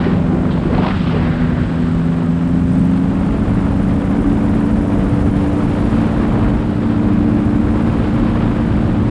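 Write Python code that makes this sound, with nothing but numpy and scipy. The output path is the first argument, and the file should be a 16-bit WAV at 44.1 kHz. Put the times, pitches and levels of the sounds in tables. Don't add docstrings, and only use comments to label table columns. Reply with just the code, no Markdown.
import sys
import numpy as np
from scipy import signal
from scipy.fft import rfft, irfft, next_fast_len
from scipy.io import wavfile
from scipy.ndimage import uniform_filter1d, minimum_filter1d, map_coordinates

SR = 44100
rng = np.random.default_rng(int(sys.argv[2]) if len(sys.argv) > 2 else 0)


def unload_audio(sound):
    columns = np.transpose(np.atleast_2d(sound))
    steps = np.round(np.clip(columns, -1, 1) * 32767)
    wavfile.write(sys.argv[1], SR, steps.astype(np.int16))


N = 401310
CRUISE_HZ = 97.4

# time_s, level_db
BUFFET_LEVEL = [(0.0, -24), (0.55, -21.5), (0.95, -27), (1.85, -25), (2.35, -30), (2.65, -27.5),
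                (3.15, -26), (3.35, -18.5), (3.6, -21.5), (4.7, -22), (4.9, -27), (5.1, -16.5), (5.8, -21),
                (6.15, -22), (6.5, -14), (6.75, -28.5), (7.95, -19), (9.1, -22.5)]
# start_s, pitch_hz, level_db, decay_s
NOISE_BURSTS = [(.025, 1897, -33, 0.1), (.06, 401.5, -18.5, 0.037), (0.309, 349.6, -20, 0.069),
                (0.369, 429, -27.5, 0.044), (.43, 339, -19, 0.032), (0.505, 3480, -35.5, 0.033),
                (.65, 349.6, -18.5, 0.047), (.7, 452, -21, 0.035), (.778, 842, -18, 0.014),
                (.79, 384, -21, 0.026), (.85, 790, -24.5, 0.044), (0.901, 2010, -25, 0.018),
                (.935, 1430, -30, .025), (1.068, 3095, -33, 0.022), (1.093, 1326, -22, 0.012),
                (1.13, 450, -19.5, 0.046), (1.15, 1395, -33, 0.11), (2.22, 1304, -36.5, .07),
                (4.18, 277.6, -14, 0.099), (5.582, 1150, -31, .06), (6.189, 1245, -32, .04),
                (6.31, 1090, -29, .05), (6.45, 1490, -33, .03)]
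# time_s, level_db
FLOW_LEVEL = [(0.0, -22), (0.1, -22.5), (0.19, -27), (0.35, -25), (0.6, -27.5), (0.7, -24), (0.75, -22.5),
              (0.86, -20.5), (0.99, -31.5), (1.08, -29.5), (1.16, -23), (1.36, -28), (1.75, -30),
              (2.95, -31), (3.2, -26.5), (3.75, -26.5), (5.2, -26.5), (5.6, -25.5), (6.47, -22.5),
              (6.6, -28.5), (7.2, -26), (8.55, -24.5), (9.1, -27.5)]
# time_s, level_db
HISS_LEVEL = [(0.0, -44.5), (0.42, -48), (0.58, -43), (1.25, -43.5), (1.85, -44), (2.5, -47.5),
              (3.45, -45.5), (5.0, -46.3), (5.9, -42), (6.45, -43.5), (6.6, -44), (7.65, -45.5),
              (8.0, -41.5), (9.1, -44.5)]
# peak_s, rise_s, fall_s, strength (0-1)
GUST_SWELLS = [(.055, 0.1, .08, .7), (.88, .1, 0.24, 0.91), (1.1, 0.046, .33, .56)]
# time_s, pitch_hz, level_db
WHOOSH_SWEEP = [(.6, 380, -48), (.76, 600, -36), (.87, 1053, -27.5), (.94, 1450, -33), (1.0, 2320, -38.5),
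                (1.07, 2790, -46), (1.2, 2140, -36), (1.33, 1744, -34.5), (1.75, 1614, -39),
                (2.4, 1404, -63)]
# start_s, level_db
CLOTH_SNAPS = [(.748, -18.5), (.779, -20), (.832, -21), (0.847, -20), (.866, -16), (0.883, -18),
               (.906, -19), (1.07, -21)]
# frequency_hz, density_db
BUFFET_SPECTRUM = [(13, -27.5), (23, -13.5), (33, -0.5), (56, 3.5), (102, 2.5), (152, 2.5), (222, 3),
                   (292, -4), (362, -15), (482, -47.5)]
BURST_SPECTRUM = [(350, -29), (700, -4.5), (1000, 4), (1300, -9), (1700, -33)]
ROAR_SPECTRUM = [(152, -23), (282, 6.5), (402, -1.5), (552, -2.5), (802, -7.5), (1060, -14.5),
                 (1610, -25.5)]
RUSH_SPECTRUM = [(510, -32), (860, -0.5), (1110, 0), (1410, -2), (2010, -8), (2510, -12.5), (3510, -27)]
HISS_SPECTRUM = [(1600, -24), (2400, -2), (3000, 0.5), (3700, -3), (4800, -9.5), (5600, -19.5),
                 (7000, -42.5)]
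WHOOSH_SPECTRUM = [(450, -32), (800, -4.5), (1000, -4), (1250, -11), (2200, -35)]
CLOTH_SPECTRUM = [(300, -24), (600, 2), (1300, 2.5), (2500, -5.5), (4200, -11.5), (5200, -27), (6500, -40)]

# time_s, level_db, relative_squeal_db
HUB_LEVELS = [(0.0, -59, -15), (0.96, -57, -14), (1.34, -59.5, -12), (1.9, -57.5, -8.5), (2.45, -58, -7),
              (2.72, -54.5, -6.5), (3.05, -57, -7), (5.0, -54, -6), (5.9, -53, -10), (6.84, -59, -5.5),
              (7.91, -55.5, -9), (8.9, -58, -10)]
# place_turns, cruise_level_db, gain_db_per_hz (of firing rate below cruise)
HUB_CONTACTS = [(.32, -12.5, 0.74), (.505, -4, 0.07), (.835, -8.5, .5)]
# frequency_hz, density_db
FIZZ_SPECTRUM = [(3800, -24.5), (5100, 1), (6100, -2), (7010, -0.5), (8310, -1), (9410, -4.5), (9900, -19),
                 (10800, -20), (12000, -28), (13700, -34), (15000, -44.5)]
RING_SPECTRUM = [(5500, -31), (7500, -8.5), (8400, -10), (9300, 1), (9650, -1.5), (10000, -4),
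                 (10600, -1.5), (11200, -7.5), (12000, -16), (13500, -16.5), (14200, -30), (15000, -34.5)]
SQUEAL_SPECTRUM = [(8200, -25.5), (9000, -1.5), (9450, 2), (9900, -16)]

# frequency_hz, gain_db
PATH_TO_SEAT = [(55, -16.5), (94, -4.5), (100, -21), (107, -8), (114, -5), (145, -7.5), (168, -9.5),
                (190, -2.5), (205, -3), (226, 0), (240, -14), (340, -14.5)]
# time_s, level_db
SLAP_LEVEL = [(0, -37), (2.5, -38.5), (4, -37), (4.7, -34), (5.75, -35), (6.7, -40.5), (9.1, -38.5)]
# multiple of the blade-passing rate, relative_db
SLAP_HARMONICS = [(7, -4), (8, -1.5), (9, -5), (10, -13), (11, -11), (12, -7.5), (13, -8), (14, -9),
                  (15, -12.5), (16, -11.5), (17, -9), (18, -12.5)]
# frequency_hz, gain_db
SLAP_RESONANCE = [(380, 1), (445, -2), (497, 4), (540, -2.5), (585, 5.5), (640, -2)]

# time_s, firing_hz
FIRING_RATE = [(0.0, 84.15), (0.5, 83.95), (1.25, 81.76), (1.55, 81.66), (2.25, 84.09), (2.75, 86.53),
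               (3.3, 91.59), (3.7, 93.13), (4.75, 96.0), (5.25, 96.42), (6.45, 98.51), (7.15, 98.4),
               (9.1, 100.61)]
# time_s, exhaust_db, propeller_db
DRONE_LEVELS = [(0.0, -18.5, -21.5), (0.6, -20, -21.5), (0.83, -19, -20.5), (0.93, -28, -27),
                (1.08, -18.5, -23), (1.6, -19, -28.5), (2.0, -17.5, -29.5), (2.4, -17, -30.5),
                (2.8, -15.5, -17), (3.1, -16.5, -23), (3.5, -23, -20.5), (3.8, -19.0, -23),
                (4.45, -19.5, -19.5), (5.55, -19, -29.5), (5.95, -22, -19.5), (6.55, -23, -23.5),
                (7.2, -16.5, -19), (8.0, -23.5, -21.5), (8.25, -22, -21.5), (8.4, -24, -21.5),
                (9.1, -21.5, -19.5)]
# frequency_hz, gain_db
SILENCER_RESPONSE = [(80, -14), (88, -14), (100, -7), (163, -2.5), (177, -0.5), (186, -3), (200, -4),
                     (245, -4.5), (270, -6), (286, -2.5), (302, -3.5)]
# multiple of the firing rate, level_db
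EXHAUST_OVERTONES = [(4, -43), (5, -49), (6, -55), (7, -51.5)]


def amp(db):
    return 10 ** (np.asarray(db) / 20)


def unit(x):
    return x / np.sqrt(np.mean(x ** 2) + 1e-20)


def curves(rows):
    time_s, *columns = np.transpose(rows)
    return [np.interp(np.arange(N) / SR, time_s, column) for column in columns]


def db_at(points, hz, outside_db=None):
    points_hz, db = np.transpose(points)
    return np.interp(np.log(hz), np.log(points_hz), db, left=outside_db, right=outside_db)


def wobble(rate_hz):
    knots = rng.standard_normal(int(N * rate_hz / SR) + 4)
    return map_coordinates(knots, [np.arange(N) * rate_hz / SR])


def filtered(x, response):
    size = next_fast_len(N + 8192)
    return irfft(rfft(x, size) * response(np.fft.rfftfreq(size, 1 / SR)), size)[:N]


def noise(spectrum):
    white = rng.standard_normal(N)
    return unit(filtered(white, lambda hz: amp(db_at(spectrum, hz + 1, outside_db=-120))))


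def gliding_noise(spectrum, pitch_ratio):
    return map_coordinates(noise(spectrum), [np.cumsum(pitch_ratio) % (N - 1)])


def harmonic(cycles, order):
    return np.sqrt(2) * np.sin(2 * np.pi * (order * cycles + rng.random()))


def bump(cycles, place, width):
    return np.exp(-.5 * (((cycles - place + .5) % 1 - .5) / width) ** 2)


def wind_buffet(deep_db=6, small_db=-20.5, split_hz=130):
    level_db, = curves(BUFFET_LEVEL)
    eddies = noise(BUFFET_SPECTRUM) * amp(1.2 * wobble(12))
    deep = filtered(eddies, lambda hz: 1 / (1 + (hz / split_hz) ** 2) ** 2)
    return amp(level_db + deep_db) * deep + amp(small_db) * (eddies - deep)


def noise_bursts(attack_s=0.0038, gain_db=1, centre_hz=1000):
    band, out = noise(BURST_SPECTRUM), np.zeros(N)
    t = np.arange(SR // 2) / SR
    offsets = rng.random(len(NOISE_BURSTS)) * N / 2
    for (start_s, pitch_hz, db, decay_s), offset in zip(NOISE_BURSTS, offsets):
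        burst = map_coordinates(band, [offset + t * SR * pitch_hz / centre_hz])
        envelope = (1 - np.exp(-t / attack_s)) * np.exp(-t / decay_s)
        out[round(start_s * SR):][:len(t)] += amp(db + gain_db) * envelope * burst
    return out


def gustiness():
    t = np.arange(N) / SR
    gust = np.zeros(N)
    for peak_s, rise_s, fall_s, strength in GUST_SWELLS:
        before, after = np.minimum(t - peak_s, 0), np.maximum(t - peak_s, 0)
        gust = np.maximum(gust, strength * np.exp(-(before / rise_s) ** 2 - after / fall_s))
    return gust


def slipstream(passes, drone, roar_db=-26, rush_db=-34, hiss_db=-2, swish_db=2.7, ruffle=0.14):
    flow_db, = curves(FLOW_LEVEL)
    edge_db, = curves(HISS_LEVEL)
    surge_db, bright_db = flow_db - flow_db.mean(), edge_db - edge_db.mean()
    gust = gustiness()
    swish = amp((0.5 - gust) * swish_db * np.cos(2 * np.pi * (passes - .85)))
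    crest = 1 + 0.2 * bump(passes, place=.82, width=0.041)
    chop = swish * crest * np.exp(ruffle * unit(drone))
    flutter = amp(0.82 * wobble(46) + 2.4 * gust * wobble(150))
    roar = amp(roar_db + 0.95 * surge_db - 2 * gust + 0.49 * wobble(14)) * noise(ROAR_SPECTRUM)
    rush_gain = amp(rush_db + 0.51 * surge_db + 0.36 * bright_db + 2 * gust + 0.2 * wobble(18))
    rush = rush_gain * noise(RUSH_SPECTRUM)
    hiss = amp(hiss_db + edge_db + 11 * gust + .3 * wobble(7.3)) * noise(HISS_SPECTRUM)
    return (roar + rush) * unit(chop * flutter) + hiss * unit(chop ** 0.52 * flutter)


def gust_whoosh(tear_db=1.0, centre_hz=1000):
    pitch_hz, level_db = curves(WHOOSH_SWEEP)
    band = gliding_noise(WHOOSH_SPECTRUM, pitch_hz / centre_hz)
    return amp(level_db + tear_db * wobble(110)) * band


def cloth_flaps(attack_s=.0006, decay_s=0.004):
    t, envelope = np.arange(SR // 10) / SR, np.zeros(N)
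    snap = (1 - np.exp(-t / attack_s)) * np.exp(-t / decay_s)
    for start_s, db in CLOTH_SNAPS:
        envelope[round(start_s * SR):][:len(t)] += amp(db) * snap
    return envelope * noise(CLOTH_SPECTRUM)


def hub_ticks(turns, firing_hz, tick_db=-8.5, slack_db=-9, grip_hz=87, rub=0.42):
    level_db, squeal_db = curves(HUB_LEVELS)
    mean_db = level_db.mean()
    rise_db = level_db - mean_db
    slack = .5 - .5 * np.tanh((firing_hz - grip_hz) / 3)
    scrapes = sum(amp(db + db_per_hz * (CRUISE_HZ - firing_hz)) * bump(turns, place, width=0.039)
                  for place, db, db_per_hz in HUB_CONTACTS)
    scrapes *= amp(.9 * wobble(32))
    load = unit(1 + 0.25 * bump(turns, place=.57, width=0.25))
    sag = 1 + .25 * np.sin(2 * np.pi * turns) / (2 * np.pi)
    pitch_ratio = (firing_hz / CRUISE_HZ) ** .75 * sag
    squeal = amp(squeal_db) * unit(scrapes) * gliding_noise(SQUEAL_SPECTRUM, pitch_ratio)
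    ring = amp(tick_db + slack_db * slack) * unit(rub * load ** 2 + scrapes) * noise(RING_SPECTRUM)
    fizz = amp(0.3 + 0.69 * rise_db) * load * noise(FIZZ_SPECTRUM)
    return amp(mean_db) * (amp(1.55 * rise_db) * (ring + squeal) + fizz)


def propeller(passes, pass_hz, level_db, trim_db=1.03):
    slap_db, = curves(SLAP_LEVEL)
    hum = sum(amp(db_at(PATH_TO_SEAT, k * pass_hz) + wobble(5)) * harmonic(passes, k)
              for k in range(1, 7))
    slap = sum(amp(db + db_at(SLAP_RESONANCE, k * pass_hz) + 0.8 * wobble(3.6)) * harmonic(passes, k)
               for k, db in SLAP_HARMONICS)
    return amp(level_db + trim_db) * hum + amp(slap_db) * slap


def engine(firings, firing_hz, level_db, roughness=0.034, jitter_cycles=0.0032, waver_db=0.96):
    cycles = firings + jitter_cycles * wobble(42)
    note = np.zeros(N)
    for k in range(1, 4):
        silenced_db = level_db + 0.5 + db_at(SILENCER_RESPONSE, k * firing_hz)
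        note += amp(silenced_db + waver_db * wobble(6.5)) * harmonic(cycles, k)
    overtones = sum(amp(db) * harmonic(cycles, k) for k, db in EXHAUST_OVERTONES)
    return (note + overtones) * (1 + roughness * wobble(72))


def scene(gear_ratio=2.6195, blades=3):
    firing_hz, = curves(FIRING_RATE)
    exhaust_db, propeller_db = curves(DRONE_LEVELS)
    turn_hz = firing_hz / 2 / gear_ratio
    firings, turns = np.cumsum(firing_hz) / SR, np.cumsum(turn_hz) / SR
    passes, pass_hz = blades * turns, blades * turn_hz
    drone = engine(firings, firing_hz, exhaust_db) + propeller(passes, pass_hz, propeller_db)
    air = wind_buffet() + slipstream(passes, drone) + gust_whoosh() + noise_bursts() + cloth_flaps()
    return (air + hub_ticks(turns, firing_hz) + drone)[None]


def peak_limiter(x, ceiling_db=-4.0, hold_s=0.019):
    size = int(hold_s * SR)
    gain = np.minimum(1, amp(ceiling_db) / (np.abs(x) + 1e-9))
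    return x * uniform_filter1d(minimum_filter1d(gain, size), size)


def record(dry, gain_db=0.28, top_hz=15100):
    limited = peak_limiter(dry[0] * amp(gain_db))
    soft_ends = signal.windows.tukey(N, .001)
    return filtered(limited * soft_ends, lambda hz: hz < top_hz)[None]


dry = scene()
out = record(dry)
unload_audio(out)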